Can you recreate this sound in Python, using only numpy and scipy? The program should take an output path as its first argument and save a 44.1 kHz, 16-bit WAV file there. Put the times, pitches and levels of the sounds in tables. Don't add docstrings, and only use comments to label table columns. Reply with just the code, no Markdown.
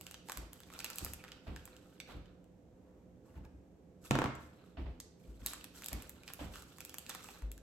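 import sys
import numpy as np
from scipy import signal
from scipy.fft import rfft, irfft
from scipy.io import wavfile
from scipy.ndimage import uniform_filter1d

SR = 44100
rng = np.random.default_rng(int(sys.argv[2]) if len(sys.argv) > 2 else 0)


def file_out(sig):
    cols = np.atleast_2d(sig).T
    lim = np.clip(cols, -1, 1)
    pcm = np.round(lim * 32767).astype(np.int16)
    wavfile.write(sys.argv[1], SR, pcm)


N = 336042


def gain_of(db):
    return 10 ** (np.asarray(db) / 20)


def evened(x):
    return x / np.sqrt(np.mean(x ** 2) + 1e-20)


def sized(x, seconds):
    return evened(x) * np.sqrt(seconds * SR / x.shape[1])


def read(points, hz):
    f, value = np.transpose(points)
    return np.interp(np.log(hz + 1), np.log(f + 1), value)


def add(mix, s, sound):
    part = mix[:, max(round(s * SR), 0):][:, :sound.shape[1]]
    part += sound[:, :part.shape[1]]


def colour(x, points):
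    size = 4096
    log_gain = np.log(gain_of(read(points, abs(np.fft.fftfreq(size, 1 / SR)))))
    taps = np.fft.ifft(np.exp(np.conj(signal.hilbert(log_gain)))).real[:size // 2]
    return signal.oaconvolve(x, taps[None], axes=1)[:, :x.shape[1]]


# (frequency [Hz], likeness [0 to 1])
EAR_LIKENESS = [(60, .995), (150, .95), (300, .9), (640, .5), (1400, .25), (3100, .1), (15000, 0)]


def diffuse(size):
    a, b = rfft(rng.standard_normal((2, size)))
    same = np.clip(read(EAR_LIKENESS, np.fft.rfftfreq(size, 1 / SR)), -1, 1)
    return irfft(np.array([a, same * a + np.sqrt(1 - same ** 2) * b]), size)


def burst(t, decay, apart):
    noise = rng.standard_normal((3, len(t)))
    shape = np.sqrt(t / decay) * np.exp(-t / decay)
    own_treble = noise[1:] - np.roll(noise[1:], 3, axis=1)
    spectrum = rfft((noise[0] + apart * own_treble) * shape)
    flat = irfft(spectrum / (abs(spectrum) + 1e-12), len(t))
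    return flat * np.sqrt(shape)


# (frequency [Hz], relative level per hertz [dB])
AIR_COLOUR = [(15, -39.5), (25, -18.5), (59, -0.5), (149, -7), (180, -1), (206, -9), (256, -5),
              (476, -12.5), (516, -11.5), (560, -15.5), (695, -18.5), (1040, -30), (4740, -46),
              (6380, -43.5), (16000, -52.5)]
# (frequency [Hz], mean rms level [dB])
HUM_TONES = [(75.4, -75), (179.5, -72), (295.5, -76), (416.5, -80), (510.8, -74)]


def air(air_db=-61, hum_waver=0.21):
    t = np.arange(N) / SR
    knots = np.linspace(0, t[-1], num=40)
    hum = np.zeros(N)
    for hz, db in HUM_TONES:
        waver = 1 + hum_waver * np.interp(t, knots, rng.standard_normal(len(knots)))
        hum += gain_of(db) * np.sqrt(2) * waver * np.sin(2 * np.pi * hz * t)
    noise = irfft(rfft(diffuse(N)) * gain_of(read(AIR_COLOUR, np.fft.rfftfreq(N, 1 / SR))), N)
    return gain_of(air_db) * evened(noise) + hum


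# (start [s], length [s], relative pressure [dB], relative crispness of fizz over rub [dB])
STROKE_LIST = [(0.01, 0.098, -72, 4.5), (0.273, 0.11, -71.5, 6), (0.523, 0.24, -71, -3),
               (0.727, 0.055, -61, -3), (0.785, 0.13, -60, -6), (0.95, 0.12, -60.5, 1),
               (1.184, 0.18, -67.5, -12), (1.448, 0.32, -70.5, -7), (1.665, 0.34, -73.5, -6.5),
               (2.089, 0.014, -57, -12), (2.262, 0.025, -69, -29.5), (3.256, 0.081, -92, 10),
               (4.052, 0.0051, -62, 1), (4.41, 0.041, -76, 3.5), (4.534, 0.16, -72.5, -10),
               (5.198, 0.19, -77.5, -2.5), (5.403, .04, -70, -1.5), (5.465, 0.044, -57, 0),
               (5.754, 0.034, -62.5, 3.5), (5.81, 0.24, -65, -2), (6.158, 0.11, -71, -5),
               (6.276, 0.019, -60, -5), (6.392, 0.058, -61, -4.5), (6.531, 0.068, -61.5, -1.5),
               (6.68, 0.44, -71.5, 0.5), (7.09, 0.067, -59, -5), (7.197, 0.13, -65.5, 1.5),
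               (7.346, 0.02, -61.5, -5.5)]
STROKE_SWELL_DB_PER_S, STROKE_RELEASE_DB_PER_S = 605, 191.5


def strokes():
    t, crisp, soft = np.arange(N) / SR, np.zeros(N), np.zeros(N)
    for s, length, db, crispness in STROKE_LIST:
        near = slice(max(round((s - .5) * SR), 0), round((s + length + .5) * SR))
        before = np.maximum(s - t[near], 0)
        after = np.maximum(t[near] - s - length, 0)
        level = gain_of(db - STROKE_SWELL_DB_PER_S * before - STROKE_RELEASE_DB_PER_S * after)
        crisp[near] = np.maximum(crisp[near], level * gain_of(crispness))
        soft[near] = np.maximum(soft[near], level)
    return crisp, soft


def grains(per_s, spread_db, decay, clump_db, low_hz, high_hz, ring_db):
    clumps = evened(uniform_filter1d(uniform_filter1d(rng.standard_normal(N), size=600), size=400))
    size_db = spread_db * np.minimum(rng.exponential(1, N), 4) + clump_db * np.tanh(clumps)
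    size = gain_of(size_db) * (rng.random(N) < per_s / SR)
    pitches = np.geomspace(low_hz, high_hz, num=16)
    crease = rng.integers(0, len(pitches), N)
    t, out = np.arange(512) / SR, np.zeros((2, N))
    for k, hz in enumerate(pitches):
        ring = [(hz * 0.87, 0), (hz, ring_db), (hz * 1.18, 0)]
        grain = evened(colour(burst(t, decay, apart=0.98), ring))
        out += signal.oaconvolve((size * (crease == k))[None], grain, axes=1)[:, :N]
    return out


# (frequency [Hz], relative level [dB])
FIZZ_COLOUR = [(1500, -23), (4000, -1.5), (7800, 1.5), (13000, -1.5), (15500, -4.5)]
# (frequency [Hz], relative level [dB])
RUB_COLOUR = [(200, 6.5), (700, 3.5), (1400, 4.5), (2000, -5), (2700, -4.5), (4000, -4.5), (8000, -34)]
# (frequency [Hz], relative level [dB])
CRINKLE_COLOUR = [(400, -16.5), (1400, 4.5), (1950, 1.5), (2600, 10), (4500, 3.5), (8000, -20.5),
                  (14000, 1)]


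def rustle(rub_db=-2, crinkle_db=-2):
    crisp, soft = strokes()
    fizz = grains(per_s=2000, spread_db=0, decay=.00038, clump_db=3.5, low_hz=3970, high_hz=12700, ring_db=9.5)
    rub = grains(per_s=500, spread_db=2.5, decay=.0006, clump_db=3, low_hz=1000, high_hz=5000, ring_db=14)
    crinkle = grains(per_s=85, spread_db=2.2, decay=.0007, clump_db=2, low_hz=1000, high_hz=5000, ring_db=18)
    out = crisp * evened(colour(fizz, FIZZ_COLOUR))
    out += gain_of(rub_db) * soft * evened(colour(rub, RUB_COLOUR))
    out += gain_of(crinkle_db) * np.minimum(crisp, soft) * evened(colour(crinkle, CRINKLE_COLOUR))
    return out


def patch(t, hz, decay, below_db=-10, above_db=-9, overtone_db=-13):
    shape = [(hz / 5, -26), (hz * 0.6, below_db - 3), (hz * 0.85, below_db), (hz, 0),
             (hz * 1.16, above_db), (hz * 2, overtone_db), (hz * 4, -26)]
    return sized(colour(burst(t, decay, apart=0.27), shape), .001)


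# (time [s], relative strength [dB], ring pitch [Hz], relative sharpness of crack over ring [dB])
SNAP_LIST = [(0.0107, -47, 2730, 13.5), (0.066, -41.5, 2840, 3), (0.1109, -45, 2750, 9.5),
             (0.142, -40.5, 3000, 1), (0.286, -40, 915, -1), (0.2964, -33, 1070, -2),
             (0.304, -48, 1120, -8), (0.3192, -38.5, 1530, 8), (0.3725, -43, 1530, 13.5),
             (0.5314, -54, 1600, 18), (0.603, -51, 1310, 9), (0.633, -50.5, 3450, -3),
             (0.701, -46.5, 1120, -17), (0.737, -50, 2560, 7), (0.783, -56, 3000, -5),
             (0.7901, -39, 4460, 3), (0.7998, -44, 1430, 3), (0.803, -38.5, 2530, 3),
             (0.8224, -52, 2570, -11), (0.844, -33, 2550, 8), (0.852, -43, 2650, -8),
             (0.8614, -43, 2660, 4), (0.9011, -41.5, 1330, 11.5), (0.908, -45, 1280, 3),
             (0.931, -46.5, 4400, 0), (0.9581, -55, 1330, 25), (0.9837, -39.5, 2580, 15.5),
             (1.047, -40, 4900, 18), (1.0623, -39.5, 1270, -9), (1.1346, -45, 2730, 16.5),
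             (1.239, -42, 1410, -8.5), (1.248, -48.5, 1440, -16), (1.28, -49, 2550, -15),
             (1.286, -49, 1460, -18), (1.3179, -41, 2900, -14), (1.5613, -40.5, 1630, -6),
             (1.654, -55.5, 2510, 19), (1.676, -47.5, 1050, -5), (1.765, -53.5, 2830, 3.5),
             (2.001, -38.5, 2260, -3), (2.002, -42, 3660, -20), (2.257, -60, 3030, -16),
             (2.442, -70.5, 2980, 8), (3.4503, -61, 2470, 1), (4.3517, -50, 7500, -6),
             (5.001, -41.5, 6050, 5), (5.003, -48.5, 4600, 1), (5.4615, -35.5, 3900, 18),
             (5.4682, -35.5, 3870, -17), (5.4843, -43, 3780, 1), (5.534, -39.5, 1070, 8.5),
             (5.6102, -47.5, 2680, -4), (5.6421, -42, 2660, 9), (5.821, -44, 1300, 5),
             (5.8357, -43.5, 2560, -6), (5.8428, -45, 3700, 11), (5.8603, -41, 3830, 14),
             (5.8841, -40, 3770, 12.5), (5.93, -42, 2230, 15), (6.022, -48, 2680, 12),
             (6.0938, -53.5, 2160, 23.5), (6.2336, -49, 2460, -3), (6.278, -40, 2570, -4),
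             (6.286, -45.5, 2480, -12), (6.301, -44.5, 1090, -10), (6.335, -46, 2730, 17),
             (6.5369, -49, 2600, -4), (6.5567, -41.5, 1200, 1), (6.6216, -51.5, 1390, 10),
             (6.7839, -49.5, 1110, 8), (6.8049, -41.5, 2500, 7.5), (6.8125, -51, 1400, 0),
             (6.8495, -48, 2560, 17.5), (6.8945, -47, 3300, 9.5), (6.942, -42.5, 1210, 9.5),
             (6.9834, -43.5, 2970, 16), (7.064, -45, 2570, 3), (7.0935, -45, 2900, 14.5),
             (7.0962, -41, 1380, 8.5), (7.1002, -37.5, 3570, -5), (7.11, -48, 4200, -7),
             (7.149, -38, 1030, 4), (7.205, -48, 1100, -8), (7.2424, -46.5, 1250, 6), (7.287, -41, 820, -9),
             (7.421, -49, 920, -4), (7.5158, -49, 2630, 14), (7.5779, -53, 1610, 7.5)]
# (frequency [Hz], relative level [dB])
CRACK_COLOUR = [(200, -25), (700, -0.5), (1500, -6.5), (3000, -7), (5500, -3), (7700, 5.5), (12000, 5.5),
                (16000, 5.5)]
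CRACK_DECAY_S = 0.0006
EDGE_PER_SHARPNESS = 0.97
CREASE_COLOUR_DB = 3
SLIP_DB_PER_SHARPNESS = 0.13
SLIP_HZ = 2100


def snaps(ring_decay=0.0012, crack_db=-6, ring_db=-2.5, edge_db=-15,
          slip_db=-17.0, slip_gap=0.007, slip_fade_db=-7.0, count=3):
    out, t = np.zeros((2, N)), np.arange(1024) / SR
    bands = np.geomspace(1000, 16000, num=12)
    for s, db, hz, sharpness in SNAP_LIST:
        at = s + .0005
        edge = edge_db + EDGE_PER_SHARPNESS * sharpness
        crack = colour(burst(t, CRACK_DECAY_S, apart=.15), CRACK_COLOUR)
        crack = colour(crack, [(5000, 0.0058), (8500, 0.56 * edge), (11500, edge)])
        crack = colour(crack, np.c_[bands, CREASE_COLOUR_DB * rng.uniform(-1, 1, len(bands))])
        add(out, at, gain_of(db + crack_db + sharpness) * sized(crack, .001))
        add(out, at, gain_of(db + ring_db) * patch(t, hz, ring_decay))
        for k, (wait, octaves) in enumerate(rng.uniform(-1, 1, (count, 2))):
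            at += slip_gap * 2 ** wait
            slip = patch(t, np.sqrt(hz * SLIP_HZ) * 2 ** octaves, ring_decay)
            level_db = db + slip_db + k * slip_fade_db - SLIP_DB_PER_SHARPNESS * sharpness
            add(out, at, gain_of(level_db) * slip)
    return out


# (time [s], relative boom level [dB], boom pitch [Hz], thud level [dB], scuff level [dB])
THUMP_LIST = [(0.365, -39, 55, -47, -56.5), (1.003, -38.5, 71.3, -39.5, -57.5),
              (1.467, -39, 68.5, -38.5, -53), (2.083, -70, 73, -48.5, -56), (2.133, -62, 79.6, -43, -63),
              (3.354, -45, 72.4, -45.5, -67.5), (3.53, -51, 65.7, -56, -95), (4.134, -33, 51.5, -34, -41.5),
              (4.769, -33.5, 66.3, -38, -53.5), (4.857, -38.5, 61.7, -43.5, -59),
              (5.271, -40, 55, -48.5, -74), (5.389, -42.5, 57, -50, -74), (5.912, -46, 61, -39, -51.5),
              (6.391, -35.5, 65.9, -37, -49), (7.419, -30, 52.4, -52, -67)]
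# (frequency [Hz], relative level [dB])
THUD_COLOUR = [(25, -15), (45, 22), (130, 8), (300, 5.5), (500, -7), (1000, -44.5)]
# (frequency [Hz], relative level [dB])
SCUFF_COLOUR = [(200, -26), (600, 10.5), (1500, -2), (3000, -4), (5000, -15.5), (9000, -51)]
BOOM_T60_S = 0.38


def thumps(boom_trim_db=2.5, rise=0.017, thud_t60=0.48, scuff_t60=0.52, scuff_rise=0.0016):
    out, t = np.zeros((2, N)), np.arange(SR // 2) / SR
    swell = 1 - np.exp(-(t / rise) ** 2)
    for s, boom_db, hz, thud_db, scuff_db in THUMP_LIST:
        boom = gain_of(boom_db + boom_trim_db - 60 * t / BOOM_T60_S) * np.sin(2 * np.pi * hz * t)
        thud = gain_of(thud_db - 60 * t / thud_t60) * evened(colour(diffuse(len(t)), THUD_COLOUR))
        scuff = gain_of(scuff_db - 60 * t / scuff_t60) * evened(colour(diffuse(len(t)), SCUFF_COLOUR))
        add(out, s, swell * (boom + thud) + (1 - np.exp(-t / scuff_rise)) * scuff)
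    return out


SQUEAK_S, SQUEAK_LENGTH_S, SQUEAK_DB = 1.188, 0.032, -60
SQUEAK_HZ, SQUEAK_SAG_HZ_PER_S, SQUEAK_JITTER_HZ = 2610, 6500, 220


def squeak():
    out, t = np.zeros((2, N)), np.arange(0, SQUEAK_LENGTH_S, 1 / SR)
    jitter_hz = SQUEAK_JITTER_HZ * evened(uniform_filter1d(rng.standard_normal(len(t)), size=50))
    pitch_hz = SQUEAK_HZ + jitter_hz - SQUEAK_SAG_HZ_PER_S * t
    tone = np.sin(2 * np.pi * np.cumsum(pitch_hz) / SR)
    swell = np.sin(np.pi * t / SQUEAK_LENGTH_S)
    add(out, SQUEAK_S, np.ones((2, 1)) * gain_of(SQUEAK_DB) * swell * tone)
    return out


# (start [s], length [s], relative level [dB])
PRESS_LIST = [(2.686, 0.45, -83), (3.23, 0.12, -73.5), (3.33, 0.075, -69.5), (3.433, 0.037, -65.5)]
# (frequency [Hz], relative level [dB])
SQUISH_COLOUR = [(300, -16), (900, 8), (2700, -10), (3800, -16)]


def slime():
    t, pressure = np.arange(N) / SR, np.zeros(N)
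    for s, length, db in PRESS_LIST:
        pressure += gain_of(db) * np.sin(np.pi * np.clip((t - s) / length, 0, 1))
    pops = grains(per_s=500, spread_db=2, decay=.001, clump_db=2, low_hz=700, high_hz=2800, ring_db=14)
    return pressure * evened(colour(pops, SQUISH_COLOUR))


# (time [s], relative clack level [dB], relative table boom level [dB], relative tick level [dB])
KNOCK_LIST = [(4.1089, -24.5, -21, -29.5), (4.153, -26, -45, -41), (4.1877, -27, -48, -39.5),
              (4.217, -27, -43, -51), (4.2405, -29, -31.5, -43.5), (4.258, -31.5, -39, -56)]
# (frequency [Hz], relative level [dB], t60 [s])
TABLE_MODES = [(115.4, -11, 0.31), (134.6, -1.5, 0.35), (202, 0.5, 0.14), (227.5, -7.5, 0.23),
               (279.7, -2.5, 0.14), (309, -1, 0.16), (356, -6, 0.045), (398, -3, 0.08), (584, -8.5, 0.11),
               (628, -11.5, 0.064), (702, -9.5, 0.13), (843, -11, .11), (945, -8, .1), (1084, -11, 0.075),
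               (1347, -14, 0.2), (2112, -14, 0.087)]
# (frequency [Hz], relative level [dB])
CLACK_COLOUR = [(40, -3), (70, 17), (150, -1), (260, 11), (500, 1), (1000, 1), (1500, -1.5), (1900, -8.5),
                (2700, -28), (4000, -30), (8000, -57), (14000, -43)]
# (frequency [Hz], relative level [dB])
TICK_COLOUR = [(500, -28), (2500, 15), (4500, -3), (7500, 3), (14000, -10.5)]
# (frequency [Hz], relative level [dB])
CHATTER_COLOUR = [(300, 2), (700, 13), (1300, 2), (1900, 0.5), (2600, 2), (3500, 0.5), (5000, -7),
                  (12000, -16)]
TICK_DECAY_S, CHATTER_DECAY_S = 0.0015, 0.0026
TABLE_TOP_HZ = 250


def knocks(clack_decay=0.0013, rise_cycles=0.81, tub_db=-7, top_db=-3, hollow_db=-2, chatter_db=-14):
    out, t = np.zeros((2, N)), np.arange(SR // 2) / SR
    for s, clack_db, boom_db, tick_db in KNOCK_LIST:
        clack = sized(colour(burst(t, clack_decay, apart=1.1), CLACK_COLOUR), .005)
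        tick = sized(colour(burst(t, TICK_DECAY_S, apart=.4), TICK_COLOUR), .002)
        chatter = sized(colour(burst(t, CHATTER_DECAY_S, apart=1.2), CHATTER_COLOUR), .005)
        add(out, s, gain_of(clack_db + hollow_db) * clack)
        add(out, s, gain_of(tick_db) * tick)
        add(out, s, gain_of(clack_db + chatter_db) * chatter)
        for hz, db, t60 in TABLE_MODES:
            blow_db = boom_db + top_db if hz < TABLE_TOP_HZ else clack_db + tub_db
            phase = hz / 1500 * rng.uniform(-1, 1, (2, 1))
            ring = gain_of(blow_db + db - 60 * t / t60) * (1 - np.exp(-t * hz / rise_cycles))
            add(out, s, ring * np.sin(2 * np.pi * hz * t + phase))
    return out


# (frequency [Hz], t60 [s])
ROOM_T60 = [(60, 1), (250, 0.5), (700, 0.55), (1800, 0.64), (4800, 0.62), (9000, 0.39), (15000, 0.26)]
# (frequency [Hz], relative level [dB])
WALL_COLOUR = [(60, -7), (200, -4), (600, 0), (2000, 1), (6000, -1), (13500, -3), (15000, -13)]
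# (delay [s], level [dB])
CLOSE_ECHOES = [(.0077, -11.5), (0.018, -28), (0.026, -34)]
# (frequency [Hz], lead of the left [radians])
LEFT_LEAD = [(0, -1), (1200, 0.5), (2400, -0.7), (3300, -1), (4400, -1.27), (5600, -2), (7000, 0.54),
             (8200, -0.63), (9300, 4.5), (16500, 8.5)]


def room(x, wet_db, onset=0.0014):
    hz, t, z = signal.stft(diffuse(SR * 3 // 4), SR, nperseg=256)
    decay = gain_of(-60 * t / read(ROOM_T60, hz)[:, None])
    tail = signal.istft(z * decay, SR, nperseg=256)[1]
    tail *= 1 - np.exp(-(np.arange(tail.shape[1]) / SR / onset) ** 2)
    tail = colour(tail * gain_of(wet_db) / np.linalg.norm(tail[0]), WALL_COLOUR)
    for s, db in CLOSE_ECHOES:
        for ear in tail:
            ear[round((s + rng.uniform(0, .0004)) * SR)] += gain_of(db)
    turn = np.exp(-1j * read(LEFT_LEAD, np.fft.rfftfreq(N, 1 / SR)))
    direct = np.array([x[0], irfft(rfft(x[1]) * turn, N)])
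    return direct + signal.fftconvolve(x, tail, axes=1)[:, :N]


TUB_LEAN_DB = 1.2


def scene():
    bag = room(snaps() + squeak() + rustle(), wet_db=-6.0)
    tub = room(knocks() + slime(), wet_db=-5.5) * gain_of([[TUB_LEAN_DB], [-TUB_LEAN_DB]])
    return bag + tub + thumps() + air()


# (frequency [Hz], left over right [dB])
LEFT_OVER_RIGHT = [(60, 1.5), (130, -6.5), (290, -2.5), (640, -3), (1410, -1.5), (3100, -3.5), (6820, -2.5),
                   (15000, 0.5)]
# (frequency [Hz], relative level [dB])
PORT_RESPONSE = [(30, -2), (5000, 2.5), (8300, 3), (9100, -2), (9800, -20), (10800, 4), (13300, 2.5),
                 (14900, -7), (15800, -3)]
EDGE_HZ = 16650


def record(dry):
    lean = read(LEFT_OVER_RIGHT, np.fft.rfftfreq(N, 1 / SR)) / 2
    leaning = irfft(rfft(dry) * gain_of([lean, -lean]), N)
    heard = colour(leaning, PORT_RESPONSE)
    low_pass = signal.firwin(511, EDGE_HZ, window=("kaiser", 9), fs=SR)
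    return signal.oaconvolve(heard, low_pass[None], "same")


dry = scene()
out = record(dry)
file_out(out)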